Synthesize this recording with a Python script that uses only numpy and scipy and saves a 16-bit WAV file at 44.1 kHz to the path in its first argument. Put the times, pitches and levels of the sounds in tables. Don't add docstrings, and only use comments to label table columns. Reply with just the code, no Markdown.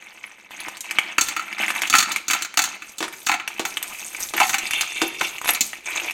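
import sys
import numpy as np
from scipy import signal
from scipy.fft import rfft, irfft, next_fast_len
from scipy.io import wavfile
from scipy.ndimage import uniform_filter1d, map_coordinates

SR = 44100
rng = np.random.default_rng(int(sys.argv[2]) if len(sys.argv) > 2 else 0)


def unload_wav(signal):
    wavfile.write(
        sys.argv[1],
        SR,
        np.round(np.clip(np.atleast_2d(signal).T, -1, 1) * 32767).astype(np.int16),
    )


N = 270553
RING_TIME = np.arange(SR // 2) / SR

# f/Hz, level/dB
FULL_HEAP_SPECTRUM = [(40, -41), (120, -40), (200, -13.5), (270, -23.5), (345, -13.5), (480, -27.5),
                      (800, -10.5), (1100, -13.5), (1750, -13.5), (2230, -4.5), (2600, -6.5), (3100, -16),
                      (4500, -29), (9000, -55)]
# f/Hz, level/dB
GRIT_SPECTRUM = [(1500, -5.5), (3400, 0.5), (4900, -3), (6700, 6), (7700, 0), (8400, 6), (9500, -4),
                 (11900, 1), (13400, -4), (16000, -14.5)]


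def amp(db):
    return 10 ** (np.asarray(db) / 20)


def unit(x):
    return x / np.sqrt(np.mean(x ** 2) + 1e-20)


def fade(t60):
    return np.exp(-np.log(1000) * RING_TIME / t60)


def along(points, hz):
    f, value = np.transpose(points)
    return np.interp(np.log(hz + 1), np.log(f), value)


def add(track, s, sound):
    start = max(round(s * SR), 0)
    track[start:start + len(sound)] += sound[:N - start]


def colour(x, spectrum):
    size = 2 ** 12
    gain = amp(along(spectrum, np.fft.rfftfreq(size, 1 / SR)))
    cepstrum = irfft(np.log(gain))
    cepstrum[1:size // 2] *= 2
    cepstrum[size // 2 + 1:] = 0
    impulse = irfft(np.exp(rfft(cepstrum)))
    return unit(signal.fftconvolve(x, impulse)[:len(x)])


def burst(spectrum):
    return colour(rng.standard_normal(len(RING_TIME)), spectrum)


def crest(x):
    return x / np.sqrt(uniform_filter1d(x ** 2, 132).max())


def voice(blow, edges_hz, levels_db):
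    registers = [signal.butter(3, band, 'band', fs=SR, output='sos')
                 for band in zip(edges_hz, edges_hz[1:])]
    return sum(amp(db) * crest(signal.sosfilt(sos, blow)) for sos, db in zip(registers, levels_db))


def ring(modes, scatter_db, damping=1):
    hz, db, t60 = np.transpose(modes)[:, :, None]
    gain = amp(db + scatter_db * rng.standard_normal(hz.shape))
    phase = 2 * np.pi * (hz * RING_TIME + rng.random(hz.shape))
    waves = np.sin(phase.astype(np.float32)) * fade(t60 / damping)
    return np.sum(gain * waves, axis=0) / np.linalg.norm(gain)


def grains(per_s, top_hz, t60, spread_db):
    when, pitch, size, phase = rng.random((4, int(per_s * N / SR), 1))
    age = np.arange(int(t60 * SR))
    gain = amp(spread_db * np.minimum(-np.log(size), 3))
    waves = gain * np.sin(2 * np.pi * (top_hz * pitch * age / SR + phase)) * fade(t60)[age]
    positions = (when * N).astype(int) + age
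    return unit(np.bincount(positions.ravel(), waves.ravel(), minlength=N)[:N])


def strokes(rows, attack_s, release_t60):
    start, length, db = np.transpose(rows)[:, :, None]
    age = np.arange(N) / SR - start
    swell = np.clip(age / attack_s, 0, 1)
    release = np.exp(-np.log(1000) * np.clip((age - length) / release_t60, 0, 2))
    return np.linalg.norm(amp(db) * swell * release, axis=0)


def wobble(knots_per_s):
    return map_coordinates(rng.standard_normal(N // 100), [np.arange(N) * knots_per_s / SR])


def grinding(t, emptied, plate_db=1, chips_db=-10):
    # f/Hz, level/dB
    thin_heap_spectrum = [(40, -21), (260, -36), (355, -11), (500, -20.5), (850, -15), (1100, -15.5),
                          (1750, -19), (2450, 0.5), (2700, -11), (3000, -14.5), (4500, -27.5), (9000, -42)]
    # f/Hz, level/dB, t60/s before damping
    plate_modes = [(2270, 4.5, 0.023), (2480, -22, 0.027), (2740, 6, 0.042), (3200, -4, 0.027),
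                   (3550, -4, 0.05), (4310, -14.5, 0.059), (6830, -12, 0.03), (11100, -11, 0.035)]
    slips = grains(per_s=1300, top_hz=4500, t60=.006, spread_db=4.5)
    heap = np.sqrt(1 - emptied) * colour(slips, FULL_HEAP_SPECTRUM)
    heap += np.sqrt(emptied) * colour(slips, thin_heap_spectrum)
    bare = np.interp(t, [4.5, 4.7, 5.3, 5.45], [0, .75, .75, 0])
    drag = grains(per_s=2500, top_hz=13000, t60=.002, spread_db=4)
    plate = signal.fftconvolve(drag, ring(plate_modes, scatter_db=1, damping=1.3))[:N]
    plate = colour(plate, [(100, -20), (2000, 0)])
    chips = grains(per_s=130, top_hz=7000, t60=.005, spread_db=5.5)
    chips = colour(chips, [(400, -20), (1500, -2), (3500, 0), (7000, -5)])
    return np.sqrt(1 - bare) * heap + np.sqrt(bare) * amp(plate_db) * plate + amp(chips_db) * chips


def crystals(chips_db=-3, ticks_db=8):
    sand = grains(per_s=3000, top_hz=18000, t60=.0015, spread_db=4)
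    ticks = grains(per_s=300, top_hz=16000, t60=.002, spread_db=5)
    chips = grains(per_s=2000, top_hz=16000, t60=.009, spread_db=5)
    shower = unit(sand + amp(ticks_db) * ticks + amp(chips_db) * chips)
    high_modes = [(hz, 0, .05) for hz in rng.uniform(3500, 16500, 90)]
    steel = unit(signal.fftconvolve(shower, ring(high_modes, scatter_db=2))[:N])
    return colour(shower + .55 * steel, GRIT_SPECTRUM)


def slide(grind_db=-1, grit_db=-2, powder_db=-5, rest_db=-51.5, fits_db=2,
          shed_db=-14, shed_db_per_s=1.22):
    # t/s, length/s, level/dB
    pushes = [(0, 0.32, -48.5), (.5, 0.26, -38), (.83, .3, -36), (1.27, 0.33, -36.5), (1.57, .3, -28),
              (2.04, 0.14, -31), (2.33, 0.044, -27), (2.66, 0.1, -37.5), (2.83, 0.062, -47),
              (3.12, 0.015, -36), (3.49, 0.31, -43.5), (3.8, 0.46, -42), (4.58, 0.483, -32),
              (4.7, 0.14, -29.5), (5.06, .3, -37), (5.22, 0.032, -27.5), (5.42, 0.15, -33.5),
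              (5.73, 0.056, -42), (5.85, 0.24, -31)]
    # t/s, length/s, level/dB
    spills = [(0, 0.39, -59.5), (.5, .22, -52), (.84, 0.062, -49), (1.22, 0.028, -29), (2.64, 0.053, -43),
              (2.83, 0.059, -44), (3.11, 0.19, -44), (3.66, 0.029, -35), (3.86, 0.43, -39),
              (4.19, 0.036, -29.5), (4.36, 0.15, -29.5), (5.22, 0.056, -35.5), (5.62, 0.02, -31)]
    # f/Hz, level/dB
    powder_spectrum = [(2000, -10), (5500, -1), (8500, -6), (10000, -5), (11700, 3), (15500, -10)]
    t = np.arange(N) / SR
    emptied = np.clip((t - 2.4) / 4.02, 0, 1)
    push = strokes(pushes, attack_s=.017, release_t60=.12)
    push = np.hypot(push, amp(rest_db))
    push *= amp(fits_db * wobble(knots_per_s=40))
    spill = strokes(spills, attack_s=.011, release_t60=.36)
    grit_flow = np.hypot(amp(shed_db + shed_db_per_s * t) * push, spill)
    grind = amp(grind_db) * push * grinding(t, emptied)
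    dust = grains(per_s=3000, top_hz=17000, t60=.004, spread_db=4)
    powder = amp(powder_db) * spill * np.sqrt(emptied) * colour(dust, powder_spectrum)
    return grind + amp(grit_db) * grit_flow * crystals() + powder


def chunk_ring():
    return ring([(hz, 0, .035) for hz in rng.uniform(2500, 12000, 8)], scatter_db=3)


def clacks(tone_db=-2.5, snap_db=-5, rattle_db=-18):
    # t/s, level/dB, f/Hz,
    # crack/dB relative to the level
    collisions = [(0.024, -23.5, 2330, -29), (0.175, -25, 2300, -32), (0.2403, -15.5, 2250, -36),
                  (0.508, -24.5, 940, -21), (0.684, -15.5, 920, -17), (0.77, -23.5, 2370, -10.5),
                  (0.807, -29.5, 2740, 5), (0.844, -23, 2700, -21), (0.91, -7.5, 2380, -18.5),
                  (0.986, 3.5, 2280, -30.5), (1.1843, 2.5, 1390, -32), (1.482, -19, 2470, -37),
                  (1.528, -16, 2190, -24), (1.607, -10, 2250, -27), (1.636, -6, 2140, -30),
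                  (1.681, -8, 2200, -21), (1.704, -5.5, 2180, -23), (1.761, -6.5, 2250, -29),
                  (1.791, -21, 2380, -12), (1.819, -2.5, 2170, -18), (1.835, -7.5, 2530, -37),
                  (2.161, -4, 2360, -19), (2.541, -20, 2380, -15.5), (3.081, -17.5, 1390, -17),
                  (3.477, -9, 2680, -17), (3.771, -7.5, 3120, -19.5), (3.828, -19, 2840, -4),
                  (4.148, -13.5, 2300, -28), (4.709, -9, 2180, -14), (4.735, -6, 2750, -20),
                  (4.81, -11, 3050, -9), (5.383, -16.5, 2400, -17), (5.415, -14, 1080, -17),
                  (5.445, -17, 1090, -13.5), (5.458, -9.5, 1000, -20), (5.49, -6, 1030, -9),
                  (5.732, -13, 2000, -24), (5.999, -10.5, 2600, -24), (6.097, -24, 2530, -35),
                  (6.109, -12, 2630, -19)]
    track = np.zeros(N)
    for s, db, hz, crack_db in collisions:
        tone = np.sin(2 * np.pi * hz * RING_TIME) * (fade(.01) - fade(.001))
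        snap = burst([(200, -81), (500, -11), (900, 16.5), (3000, 16.5), (7000, -46.5)]) * fade(.0064)
        rattle = burst(FULL_HEAP_SPECTRUM) * fade(.048)
        crack = crest(burst(GRIT_SPECTRUM) * (fade(.024) + .12 * fade(.28)) + chunk_ring())
        body = amp(tone_db) * tone + amp(snap_db) * snap + amp(rattle_db) * rattle
        add(track, s, amp(db) * (body + amp(crack_db) * crack))
    return track


def squeaks(level_db=-3):
    # t/s, level/dB, f/Hz
    skids = [(0.265, -39.5, 10300), (0.604, -27.5, 10200), (3.827, -19.5, 12200), (4.367, -19, 12350),
             (5.079, -23, 11500), (5.4484, -27, 11000), (5.4727, -18.5, 11340), (5.484, -17, 11300),
             (5.506, -10.5, 11400), (5.535, -15, 11500)]
    track = np.zeros(N)
    for s, db, hz in skids:
        whistle = burst([(hz * .9, -40), (hz * .98, -8), (hz, 0), (hz * 1.02, -8), (hz * 1.1, -40)])
        add(track, s, amp(db + level_db) * crest(whistle * fade(.0099)))
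    return track


def drops(chunk_db=-6, crack_db=4, shimmer_db=-10, thud_db=-23, wall_db=-2, bottom_db=7,
          damping_per_s=.14, cover_db_per_s=3.5, firm_blow_db=-7.5):
    # t/s, level/dB, sharpness/dB (+ a corner chinks, - a flat face clangs)
    landings = [(1.182, -8, -4), (1.211, -4.5, 11), (1.285, -16, 1.5), (1.365, -12, -10),
                (1.395, -14.5, -13), (1.873, -20.5, 11), (1.899, -8, 7.5), (1.927, -8, -9),
                (1.938, -0.5, -13), (1.952, -2.5, -4.5), (1.967, -14, 7), (1.984, -4, 9), (1.993, -11, -6),
                (2.004, -10.5, 0.5), (2.026, -12, -2), (2.111, -17.5, -22), (2.118, -15, 8),
                (2.282, -11.5, 7.5), (2.3, -10.5, -9), (2.309, -10, 1.5), (2.333, -10, -1.5),
                (2.41, -20.5, -10), (2.422, -14.5, 3), (2.448, -20, -1), (2.573, -5.5, 2.5),
                (2.591, -7, -1.5), (2.619, -11.5, 27), (2.639, -13, 2.5), (2.654, -19, 5),
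                (2.821, -22.5, -11), (2.983, -20.5, 13), (3.265, -17.5, 21), (3.268, -12.5, 1),
                (3.287, -13.5, -3), (3.294, -7, -15), (3.316, -8.5, -8.5), (3.34, -11.5, -9.5),
                (3.398, -19.5, -13.5), (3.652, -11.5, -6), (4.365, -17, -19), (4.378, -10, -27),
                (4.401, -4.5, -8.5), (4.414, -7.5, -23), (4.431, -9, -10), (4.479, -21, 20),
                (4.494, -13.5, 1.5), (4.533, -14.5, -14), (4.542, -8.5, -5.5), (4.583, -15.5, 0.5),
                (4.809, -15, 20), (5.211, -8.5, -12), (5.477, -12.5, -5), (5.49, -8, -13), (5.548, -15, 4),
                (5.608, -4.5, 41)]
    # t/s, level/dB
    boom_curve = [(1.2, -30), (2.4, -10.5), (3.2, -3.5), (4.4, -5.5)]
    # f/Hz, level/dB
    crash_spectrum = [(24, -52), (40, -35), (337, -9), (516, -37), (790, -11.5), (1150, -21.5),
                      (1340, -10.5), (1590, -17), (2570, -9), (3300, -23.5), (4570, -18.5), (5050, -29),
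                      (6650, -16.5), (9220, -31), (16000, -31)]
    # f/Hz, level/dB, t60/s before damping
    wall_modes = [(755, -7, .16), (800, -3, .18), (851, -8, .25), (930, -6, .1), (1047, -7, .2),
                  (1420, -4, .2), (1749, -6, .25), (1883, -6, .18), (2019, -6, .16), (2238, -1, .17),
                  (2600, -5, .2), (3091, -8, .18), (3531, -6, .14), (4076, -7, .14), (5570, -11, .16),
                  (6350, -7, .17), (6697, -9, .11), (6848, -7, .12), (7305, -11, .2), (7556, -10, .16),
                  (8130, -10, .12)]
    bottom_modes = [(1270, -3, .07), (1346, 0, .24), (1385, -1, .11), (3540, -11, .08), (4544, -7, .12)]
    track = np.zeros(N)
    for s, db, sharp_db in landings:
        clang_db, chink_db = db - max(sharp_db, 0), db + min(sharp_db, 0)
        boom_db = clang_db + np.interp(s, *np.transpose(boom_curve))
        boom_db += .94 * (clang_db - firm_blow_db)
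        damping = .9 + damping_per_s * s
        decay = amp(crack_db) * fade(.022) + fade(.055) + amp(shimmer_db) * fade(.17 / damping)
        crash = burst(crash_spectrum) * decay
        wall = amp(wall_db) * ring(wall_modes, scatter_db=0, damping=damping)
        bottom_gain = amp(bottom_db - cover_db_per_s * s - .22 * sharp_db)
        bottom = bottom_gain * ring(bottom_modes, scatter_db=5, damping=damping)
        blow = crash + wall + bottom + amp(chunk_db) * chunk_ring()
        levels_db = (db + thud_db, boom_db, clang_db, chink_db)
        add(track, s, voice(blow, (30, 700, 1100, 3500, 17000), levels_db))
    return track


def knocks(modes_db=-1, chink_db=-5):
    # t/s, clang level/dB, thump/dB relative to the clang
    bumps = [(3.005, -27, -5), (3.027, -22.5, -12.5), (3.041, -31, -8), (3.595, -22, -3.5),
             (4.337, -24.5, -10), (5.017, -16.5, -7.5), (5.209, -30, -3)]
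    # f/Hz, level/dB, t60/s
    rocking_modes = [(333, 0, .17), (374, 1, .18), (463, -6, .14), (540, -7, .06), (790, -4, .13),
                     (931, -6, .25), (1125, -8, .11), (1443, -9, .14), (2230, -3, .14)]
    contact_spectrum = [(230, -1), (350, 1.5), (900, 1.5), (2400, -.5), (7000, -6), (16000, -22.5)]
    track = np.zeros(N)
    for s, db, thump_db in bumps:
        contact = burst(contact_spectrum) * (2 * fade(.009) + fade(.12))
        blow = contact + amp(modes_db) * ring(rocking_modes, scatter_db=1)
        add(track, s, amp(db) * voice(blow, (160, 700, 3500, 17000), (thump_db, 0, chink_db)))
    return track


def pot_echo(x, t60=.045):
    echoes = np.pad(burst(GRIT_SPECTRUM) * fade(t60), (SR // 500, 0))
    return signal.fftconvolve(x, echoes / np.linalg.norm(echoes))[:N]


def kitchen_reverb(x):
    # f/Hz, t60/s
    decay_times = [(150, 1), (1000, 0.5), (5000, 0.54), (15000, 0.078)]
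    hz, t, noise = signal.stft(rng.standard_normal(SR // 2), SR, nperseg=256)
    decay = np.exp(-np.log(1000) * t / along(decay_times, hz)[:, None])
    _, tail = signal.istft(noise * decay, SR, nperseg=256)
    tail = np.pad(tail / np.linalg.norm(tail), (SR // 200, 0))
    return signal.fftconvolve(x, tail)[:N]


def scene(drops_db=-5.5, knocks_db=4, pot_echo_db=-7, reverb_db=-14, room_tone_db=-62):
    # f/Hz, level/dB
    room_spectrum = [(18, -36), (30, 0), (540, 15.5), (760, -2.5), (2350, 10), (5040, -51), (7270, -29),
                     (16000, -35)]
    contacts = amp(drops_db) * drops() + amp(knocks_db) * knocks() + clacks() + squeaks() + slide()
    room_tone = amp(room_tone_db) * colour(rng.standard_normal(N), room_spectrum)
    echoes = amp(pot_echo_db) * pot_echo(contacts) + amp(reverb_db) * kitchen_reverb(contacts)
    return (contacts + echoes + room_tone)[None]


def record(dry, top_hz=16100):
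    rounded = dry / (1 + np.abs(dry) ** 6) ** (1 / 6)
    size = next_fast_len(N + SR // 2)
    passband = np.fft.rfftfreq(size, 1 / SR) < top_hz
    return irfft(rfft(rounded, size) * passband, size)[:, :N]


dry = scene()
out = record(dry)
unload_wav(out)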